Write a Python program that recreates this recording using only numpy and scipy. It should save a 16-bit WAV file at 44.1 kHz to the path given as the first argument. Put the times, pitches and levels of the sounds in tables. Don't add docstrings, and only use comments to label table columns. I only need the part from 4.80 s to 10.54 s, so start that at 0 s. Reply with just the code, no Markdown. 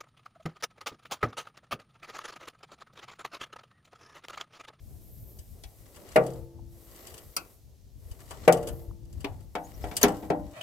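import sys
import numpy as np
from scipy import signal
from scipy.fft import rfft, irfft, next_fast_len
from scipy.io import wavfile
from scipy.ndimage import map_coordinates

SR = 44100
rng = np.random.default_rng(int(sys.argv[2]) if len(sys.argv) > 2 else 0)


def wav_out(sig):
    wavfile.write(sys.argv[1], SR, np.round(np.clip(np.atleast_2d(sig).T, -1, 1) * 32767).astype(np.int16))


N = 253041

# start in seconds, level, bass, middle and treble in relative dB, rise in seconds.
DECK_DROPS = [(1.3580, -12, 1, 1, 1.5, 0.003), (3.6770, -7, -6, -4, -1.5, 0.0014)]
FRAME_KNOCKS = [(.836, -54, -8, -1, 24, 0.0012), (4.752, -28, -6, 2.5, 1, 0.00075),
                (5.040, -32.5, -5, -2, -4, 0.00047), (5.112, -39.5, 2, 3, 5, 0.0013),
                (5.2345, -18, 0, 0, 8, 0.0032), (5.425, -36, 3, -6.5, -4, 0.0058),
                (5.5015, -18.5, -1.5, -6, -9.5, 0.00059)]
ROD_TUGS = [(4.4435, -29, 9, -0.5, 3, 0.0014)]
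PAWL_LATCHES = [(2.5645, -25, -2.5, 5, 2.5, 0.0016)]
NOTCH_SLAMS = [(5.2296, -11, -18, -5, -3, .0005), (5.2382, -15.5, 7.5, 2.5, -9, 0.00051)]
# start in seconds, level and treble in relative dB, rise in seconds.
PIN_CLICKS = [(.586, -54.5, 8.5, 0.0037), (1.156, -39, -5, 0.0076), (1.4645, -43, -1, 0.00069),
              (1.533, -61, 7, .0015), (2.267, -43.5, 1.5, 0.0032), (2.339, -41, -4, .002),
              (2.3785, -42.5, -2.5, 0.00054), (3.311, -48.5, 1, 0.0034), (3.403, -42, -12, 0.00087),
              (3.506, -27.5, -12, .003), (3.724, -26.5, 0.5, .0008), (3.766, -33, -6.5, 0.0071),
              (3.826, -37.5, -8, .003), (3.870, -35, 0, 0.0034), (3.885, -35, -5.5, 0.0016),
              (4.327, -60, 4, .001), (4.403, -45.5, -1.5, 0.0039), (5.1665, -31, 7.5, .0007),
              (5.211, -20, -7.5, 0.0041), (5.279, -19.5, -16, 0.0034)]
# frequency in Hz, relative level in dB, 60 dB decay time in seconds.
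DECK_MODES = [(133, -12.5, 0.96), (168.8, -5, 0.39), (194, -15.5, 0.3), (257, -18, 0.18), (304, -14, 0.16),
              (337.4, -26, 2.34), (335, -14, 0.29), (400.2, -7, 0.11), (465.6, -6.5, 0.64),
              (482, 3.5, 0.14), (516, -14, .62), (527, -11.5, 0.52), (588, -15, 0.57), (625.4, 5, 0.16),
              (723, -12, 0.41), (764, 0.5, 0.21), (822, -18.5, 0.36), (910.5, -9, 0.11), (883, -32, 1.2),
              (884, -10.5, 0.24), (1158, -19.5, 0.26), (1248, -28, 0.16), (1457, -21, .15),
              (1540, -17.5, 0.18), (1920, -27.5, 0.33), (2300, -21.5, 0.15)]
FRAME_MODES = [(164.3, -10.5, 0.42), (287.4, -14.5, 0.74), (314.5, -4.5, 0.45), (410.4, 3.5, 0.092),
               (492, -9.5, 0.38), (597, -15.5, 0.61), (648.4, -2, 0.092), (715.4, -5, 0.28),
               (794, -10.5, 0.42), (780, -32, 0.14), (888, -11, 0.32), (1025, -21, 0.48), (1080, -48, 0.24),
               (1350, -8, 0.088), (1560, -36, 0.83), (1470, -39, 0.33), (1896, -16.5, 0.21)]
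ROD_MODES = [(284, 3, 0.12), (403, 5.5, 0.13), (740, -10, 0.36), (870, -13, 0.58), (1050, -20, .13),
             (1680, -15.5, 0.33), (2420, 10, 0.042), (2610, 3, 0.039), (3030, -8, .065), (4040, -22, 0.097),
             (4500, -25, .08)]
PIN_MODES = [(2880, -17, 0.045), (4680, 3, 0.045), (5800, -15, 0.066), (6300, -4.5, 0.05),
             (7900, -7.5, 0.036), (7730, 0.5, .06), (9800, -12.5, 0.056)]
PAWL_MODES = [(1370, -15, 0.16), (1300, 0, 0.06), (1460, -26.5, 0.12), (2320, -32, 0.24), (2360, -15, 0.16),
              (2560, -12.5, 0.15), (3190, -12.5, 0.076), (4440, -11, 0.043), (4600, -6, 0.035),
              (5770, -10, 0.046), (8100, -2, 0.057), (9850, 1, 0.033)]
NOTCH_MODES = [(243.5, -4, 0.13), (408.7, -2.5, 0.16), (1336, -17.5, 0.28), (4650, -5, 0.036),
               (5626, -28, .04), (6290, -6.5, 0.022), (12000, -15, 0.029), (13200, 0, 0.039)]
# frequency in Hz, relative density in dB.
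DECK_CROWD = [(60, -52.5), (130, -12), (260, -10.5), (600, 4), (900, -9), (1100, -8.5), (2100, -7),
              (2800, -16), (4000, -25.5), (9000, -24), (12500, -25.5), (16000, -48)]
FRAME_CROWD = [(60, -28.5), (200, 1), (400, -9), (800, 1), (1100, -5), (1700, -8.5), (2600, -10.5),
               (4500, -17.5), (8000, -20.5), (13000, -30), (16000, -34)]
ROD_CROWD = [(200, -20), (750, 6), (1400, -6.5), (2500, 0), (4500, -9.5), (8000, -20), (16000, -23)]
PIN_CROWD = [(100, -18.5), (400, -6), (1000, -8.5), (2300, -10.5), (3000, -1), (3900, -11.5), (4800, -3.5),
             (7200, 0.5), (8600, 3), (11500, -4.5), (14000, -7), (16500, -16.5)]
PAWL_CROWD = [(100, -7), (350, 5.5), (950, 0), (1330, 8.5), (1750, -10), (2600, 11.5), (3500, -6.5),
              (4700, 15), (7000, 7.5), (8200, 9.5), (10000, 10.5), (11500, -1.5), (14000, 11), (16500, -10)]
NOTCH_CROWD = [(300, -6.5), (1500, 0), (2400, -7), (4500, 0), (6500, 9.5), (7600, -11.5), (9300, -12.5),
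               (11200, 9.5), (13000, -16), (14200, -3), (16500, -18)]
# frequency in Hz, 60 dB decay time in seconds before a part's sustain scales it.
CROWD_DECAY = [(150, 0.74), (700, 0.43), (1500, 0.21), (3000, 0.13), (6000, 0.078), (14000, 0.073)]
# frequency in Hz, coherence from 0 to 1.
IMPACT_COHERENCE = [(300, 0.9), (700, 0.77), (1200, 0.11), (2500, 0.16), (5000, 0.041), (9000, 0.19),
                    (14000, 0.54)]
# frequency in Hz, left minus right level in dB.
LEFT_BIAS = [(200, 1.5), (700, 2.5), (1600, 3), (5500, 6), (9000, 1), (15000, -1)]
# start, tightest moment and end in seconds, hiss and scrape in relative dB.
LEVER_STROKES = [(-.06, 1.323, 1.565, -63.5, -57), (1.84, 2.242, 2.72, -62, -57),
                 (3.129, 3.623, 4.02, -63.5, -55.5), (4.254, 4.435, 4.64, -71.5, -66),
                 (4.68, 5.234, 5.45, -63.5, -52), (5.513, 5.701, 6.4, -72, -63.5)]
# centre and width in Hz, height over the scrape in dB.
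LINKAGE_RESONANCES = [(1090, 110, 10), (1280, 130, 4.5), (1940, 140, 7.5), (2060, 150, 2.5),
                      (2860, 110, 2.5), (4500, 420, -7), (7960, 2200, -0.5)]
# frequency in Hz, relative density in dB.
SCRAPE_SPECTRUM = [(500, -16), (1100, 2), (2100, 0.5), (3500, 0.5), (5000, -0.5), (8000, 0), (11000, -33),
                   (16000, -30)]
HISS_SPECTRUM = [(3000, -11), (6000, -6), (8000, -1.5), (10000, -1), (13000, 3.5), (14500, -1),
                 (16000, -6.5)]
MURMUR_SPECTRUM = [(90, -12.5), (180, -3), (360, 3.5), (650, -0.5), (1000, -13.5), (2000, -30.5),
                   (5000, -41)]
WIND_SPECTRUM = [(12, -33.5), (25, -16), (47, 0), (65, -2), (106, -3.5), (179, -17), (300, -23.5),
                 (660, -62)]
HUSH_SPECTRUM = [(150, -14), (500, -6.5), (1300, -21.5), (3300, -15.5), (6000, -12.5), (9000, -18.5),
                 (13000, -16.5), (16000, -22.5)]
# start and length in seconds, centre in Hz, relative dB.
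SIZZLE_SPELLS = [(0.18, 0.4, 12780, -59), (1.92, 0.64, 13460, -61), (3.849, .11, 13130, -58.5),
                 (4.84, 0.58, 13400, -61)]
# start and length in seconds, first and last pitch in Hz, relative level in dB.
SQUEAK_GLIDES = [(4.833, 0.042, 5940, 7160, -54), (4.937, 0.026, 5100, 6000, -57),
                 (5.02, 0.024, 4880, 5500, -55)]
# start in seconds, centre in Hz, relative level in dB, length in seconds.
DULL_BLIPS = [(1.782, 820, -56, 0.022), (4.109, 1070, -53, 0.007)]
# time in seconds, relative level in dB.
WIND_LEVELS = [(0.0, -54), (0.48, -50.5), (1.12, -63), (1.36, -56.5), (1.57, -51), (2.4, -60.5),
               (2.84, -60.5), (3.71, -49.5), (4.49, -48.5), (4.81, -54.5), (5.35, -47.5), (5.74, -52.5)]
WIND_BUMPS = [(.6, -34), (.86, -37), (3.263, -37), (3.318, -30.5), (4.09, -31), (5.68, -38)]


def impacts():
    deck = strikes(DECK_DROPS, DECK_MODES, DECK_CROWD, samples=SR,
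                   ring_db=3, clang_db=-3, sustain=0.57, tail_db=-28)
    frame = strikes(FRAME_KNOCKS, FRAME_MODES, FRAME_CROWD, samples=SR // 2,
                    ring_db=3.5, clang_db=-3, sustain=0.6, tail_db=-26)
    rod = strikes(ROD_TUGS, ROD_MODES, ROD_CROWD, samples=SR // 4,
                  ring_db=2, clang_db=-3, sustain=0.45, tail_db=-18)
    pins = strikes(pin_blows(), PIN_MODES, PIN_CROWD, samples=SR // 4,
                   ring_db=-2, clang_db=1.5, sustain=0.7, tail_db=-24)
    pawl = strikes(PAWL_LATCHES, PAWL_MODES, PAWL_CROWD, samples=SR // 4,
                   ring_db=0, clang_db=0, sustain=0.55, tail_db=-20)
    notch = strikes(NOTCH_SLAMS, NOTCH_MODES, NOTCH_CROWD, samples=SR // 4,
                    ring_db=2, clang_db=0, sustain=0.55, tail_db=-23)
    return deck + frame + rod + pins + pawl + notch


def strikes(blows, modes, spectrum, samples, ring_db, clang_db, sustain, tail_db):
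    track = np.zeros((2, N))
    t = np.arange(samples) / SR
    peaks = ripple(depth_db=3, spacing_hz=60)
    for start, db, bass_db, middle_db, treble_db, rise in blows:
        tone = lambda hz: along([(250, bass_db), (600, 0.0014), (1300, middle_db), (4000, treble_db)], hz)
        crowd = clang(spectrum, t, lambda hz: tone(hz) + peaks(hz), sustain, tail_db)
        body = amp(ring_db) * ring(modes, t, tone) + amp(clang_db) * crowd
        onset = 1 - np.exp(-(t / rise) ** 2)
        add(track, start, amp(db) * onset * body)
    return track


def ring(modes, t, tone, scatter_db=2):
    hz, db, t60 = np.transpose(modes)
    ear_draw, phase_draw, level_draw = rng.standard_normal((len(hz), 3)).T
    ear_shift = ear_draw * stereo_angle(along(IMPACT_COHERENCE, hz))
    phase = 2 * np.pi * phase_draw + np.array([ear_shift, -ear_shift])
    gain = amp(db + tone(hz) + scatter_db * level_draw) / np.linalg.norm(amp(db))
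    fade = amp(-60 * t / t60[:, None])
    angle = 2 * np.pi * hz[:, None] * t
    sines, cosines = fade * np.sin(angle), fade * np.cos(angle)
    return (gain * np.cos(phase)) @ sines + (gain * np.sin(phase)) @ cosines


def clang(spectrum, t, tone, sustain, tail_db):
    crowd = noise(len(t), lambda hz: along(spectrum, hz), lambda hz: along(IMPACT_COHERENCE, hz))
    crowd = filtered(crowd, lambda hz: amp(tone(hz)))
    hz, age, bands = signal.stft(crowd, SR, nperseg=128)
    fall_db = -60 * age / (sustain * along(CROWD_DECAY, hz)[:, None])
    tail = amp(tail_db + fall_db / 3.2)
    return signal.istft(bands * (amp(fall_db) + tail), SR, nperseg=128)[1][:, :len(t)]


def ripple(depth_db, spacing_hz):
    knots = rng.standard_normal(1024)
    depth = lambda hz: depth_db * np.clip(hz / 1200, 0, 1) ** 2
    return lambda hz: depth(hz) * map_coordinates(knots, [hz / spacing_hz], mode="mirror")


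def pin_blows(ticks_per_stroke=7, spread_s=0.2, over_scrape_db=9, scatter_db=4):
    bass_db, middle_db = -4.5, 0
    tick_treble_db, tick_rise_s = -5, 0.001
    clicks = list(PIN_CLICKS)
    for _, tightest, _, _, scrape_db in LEVER_STROKES:
        for place, strength in rng.uniform(-1, 1, (ticks_per_stroke, 2)):
            lag = spread_s * place
            db = scrape_db + 20 * np.log10(binding(lag)) + over_scrape_db + scatter_db * strength
            clicks.append((tightest + lag, db, tick_treble_db, tick_rise_s))
    return [(start, db, bass_db, middle_db, treble_db, rise) for start, db, treble_db, rise in clicks]


def lever(binding_hiss_db=2):
    motion, scrape_gain, hiss_gain = np.zeros((3, N))
    for start, tightest, end, hiss_db, scrape_db in LEVER_STROKES:
        moving = swell(start, end, attack_s=0.16, release_s=0.09)
        friction = binding(np.arange(N) / SR - tightest)
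        motion += moving
        scrape_gain += moving * friction * amp(scrape_db)
        hiss_gain += moving * amp(hiss_db + binding_hiss_db * friction)
    return motion, scrape_gain, hiss_gain


def binding(lag, build_s=0.22, ease_s=0.24):
    return np.exp(-np.abs(lag) / np.where(lag < 0, build_s, ease_s))


def sliding(scrape_gain, hiss_gain):
    grit = unit(amp(2 * wobble(35) + 2.5 * wobble(150) + 2.5 * wobble(900)))
    fine_peaks = ripple(depth_db=2, spacing_hz=60)

    def scrape_colour(hz):
        resonant_power = sum(amp(db) ** 2 / (1 + (2 * (hz - centre) / width) ** 2)
                             for centre, width, db in LINKAGE_RESONANCES)
        return along(SCRAPE_SPECTRUM, hz) + 10 * np.log10(1 + resonant_power) + fine_peaks(hz)

    scrape = scrape_gain * grit * noise(N, scrape_colour, lambda hz: 0.2)
    hiss = hiss_gain * amp(0.92 * wobble(40)) * steady_noise(HISS_SPECTRUM, coherence=0.75)
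    return scrape + hiss


def sizzle(sag_db_per_s=7):
    t = np.arange(N) / SR
    gain = np.zeros(N)
    centres = []
    for start, length, hz, db in SIZZLE_SPELLS:
        spell = swell(start, start + length, attack_s=0.13, release_s=0.07)
        gain += spell * amp(db - sag_db_per_s * np.abs(t - start))
        centres += [(start, hz), (start + length, hz)]
    band = noise(N, lambda hz: -10 * np.log10(1 + (hz / 850) ** 3), lambda hz: 0.8)
    centre_hz = timeline(centres) + 280 * wobble(30)
    carrier = np.sqrt(2) * np.sin(2 * np.pi * np.cumsum(centre_hz) / SR)
    return gain * amp(2 * wobble(30)) * band * carrier


def squeaks():
    track = np.zeros((2, N))
    for start, length, first_hz, last_hz, db in SQUEAK_GLIDES:
        progress = np.linspace(0, 1, int(length * SR))
        jitter = 1 + 0.035 * wobble(1500)[:len(progress)]
        glide_hz = first_hz + (last_hz - first_hz) * np.sin(np.pi / 2 * progress)
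        whistle = np.sin(2 * np.pi * np.cumsum(glide_hz * jitter) / SR)
        add(track, start, amp(db) * np.sin(np.pi * progress) * whistle)
    return track


def blips():
    track = np.zeros((2, N))
    for start, centre_hz, db, length in DULL_BLIPS:
        samples = int(length * SR)
        puff = noise(samples, lambda hz: -40 * np.abs(np.log2((hz + 1) / centre_hz)), lambda hz: 0.8)
        add(track, start, amp(db) * np.hanning(samples) * puff)
    return track


def bodywork(motion, scrape_gain, rest_db=-73.5, moving_db=-66, over_scrape_db=2.5):
    shudder_db, fall_db_per_s = -28, 64.5
    t = np.arange(N) / SR
    power = amp(rest_db) ** 2 + (amp(moving_db) * motion) ** 2 + (amp(over_scrape_db) * scrape_gain) ** 2
    for start, db, *_ in DECK_DROPS + NOTCH_SLAMS:
        power += (t > start) * amp(db + shudder_db - fall_db_per_s * np.abs(t - start)) ** 2
    return np.sqrt(power) * amp(2.5 * wobble(14)) * steady_noise(MURMUR_SPECTRUM, coherence=0.8)


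def wind(gain_db=6, bump_s=0.0087, bump_hz=59):
    t = np.arange(N) / SR
    lumps = unit(amp(3.3 * wobble(17)))
    rumble = amp(timeline(WIND_LEVELS) + gain_db) * lumps * steady_noise(WIND_SPECTRUM, coherence=0.35)
    for moment, db in WIND_BUMPS:
        phases = rng.normal(0, 0.8, (2, 1))
        push = np.exp(-((t - moment) / bump_s) ** 2)
        rumble += amp(db) * push * np.cos(2 * np.pi * bump_hz * (t - moment) + phases)
    return rumble * amp([[2], [-3]])


def outdoor_hush(db=-69.5):
    return amp(db) * steady_noise(HUSH_SPECTRUM, coherence=0.5)


def steady_noise(spectrum, coherence):
    return noise(N, lambda hz: along(spectrum, hz), lambda hz: coherence)


def noise(samples, colour, coherence):
    def response(hz):
        angle = stereo_angle(coherence(hz))
        return [amp(colour(hz)) * share for share in (np.cos(angle), np.sin(angle))]

    mid, side = filtered(rng.standard_normal((2, samples)), response)
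    return unit(np.array([mid + side, mid - side]))


def stereo_angle(coherence):
    return np.arccos(np.clip(coherence, -1, 1)) / 2


def filtered(x, response):
    samples = x.shape[-1]
    padded = next_fast_len(samples + 8192)
    hz = np.fft.rfftfreq(padded, 1 / SR)
    return irfft(rfft(x, padded) * response(hz), padded)[..., :samples]


def swell(start, end, attack_s, release_s):
    t = np.arange(N) / SR
    return np.clip((t - start) / attack_s, 0, 1) * np.exp(-np.maximum(t - end, 0) / release_s)


def wobble(rate):
    knots = rng.standard_normal(int(N * rate / SR) + 4)
    return map_coordinates(knots, [np.arange(N) * rate / SR])


def along(points, hz):
    frequencies, values = np.transpose(points)
    return np.interp(np.log(hz + 1), np.log(frequencies + 1), values)


def timeline(points):
    return np.interp(np.arange(N) / SR, *np.transpose(points))


def add(track, start, sound):
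    part = track[:, round(start * SR):][:, :sound.shape[-1]]
    part += sound[..., :part.shape[1]]


def amp(db):
    return 10 ** (np.asarray(db) / 20)


def unit(x):
    return x / np.sqrt(np.mean(x ** 2) + 1e-20)


def scene():
    motion, scrape_gain, hiss_gain = lever()
    tractor = impacts() + sliding(scrape_gain, hiss_gain) + sizzle() + squeaks() + blips()
    placed = filtered(tractor, lambda hz: amp(np.outer([0.5, -0.5], along(LEFT_BIAS, hz))))
    return placed + bodywork(motion, scrape_gain) + wind() + outdoor_hush()


def record(dry):
    top_hz = 16000
    return filtered(np.clip(dry, -1, 1), lambda hz: 1 / (1 + (hz / top_hz) ** 120))


dry = scene()
out = record(dry)
wav_out(out)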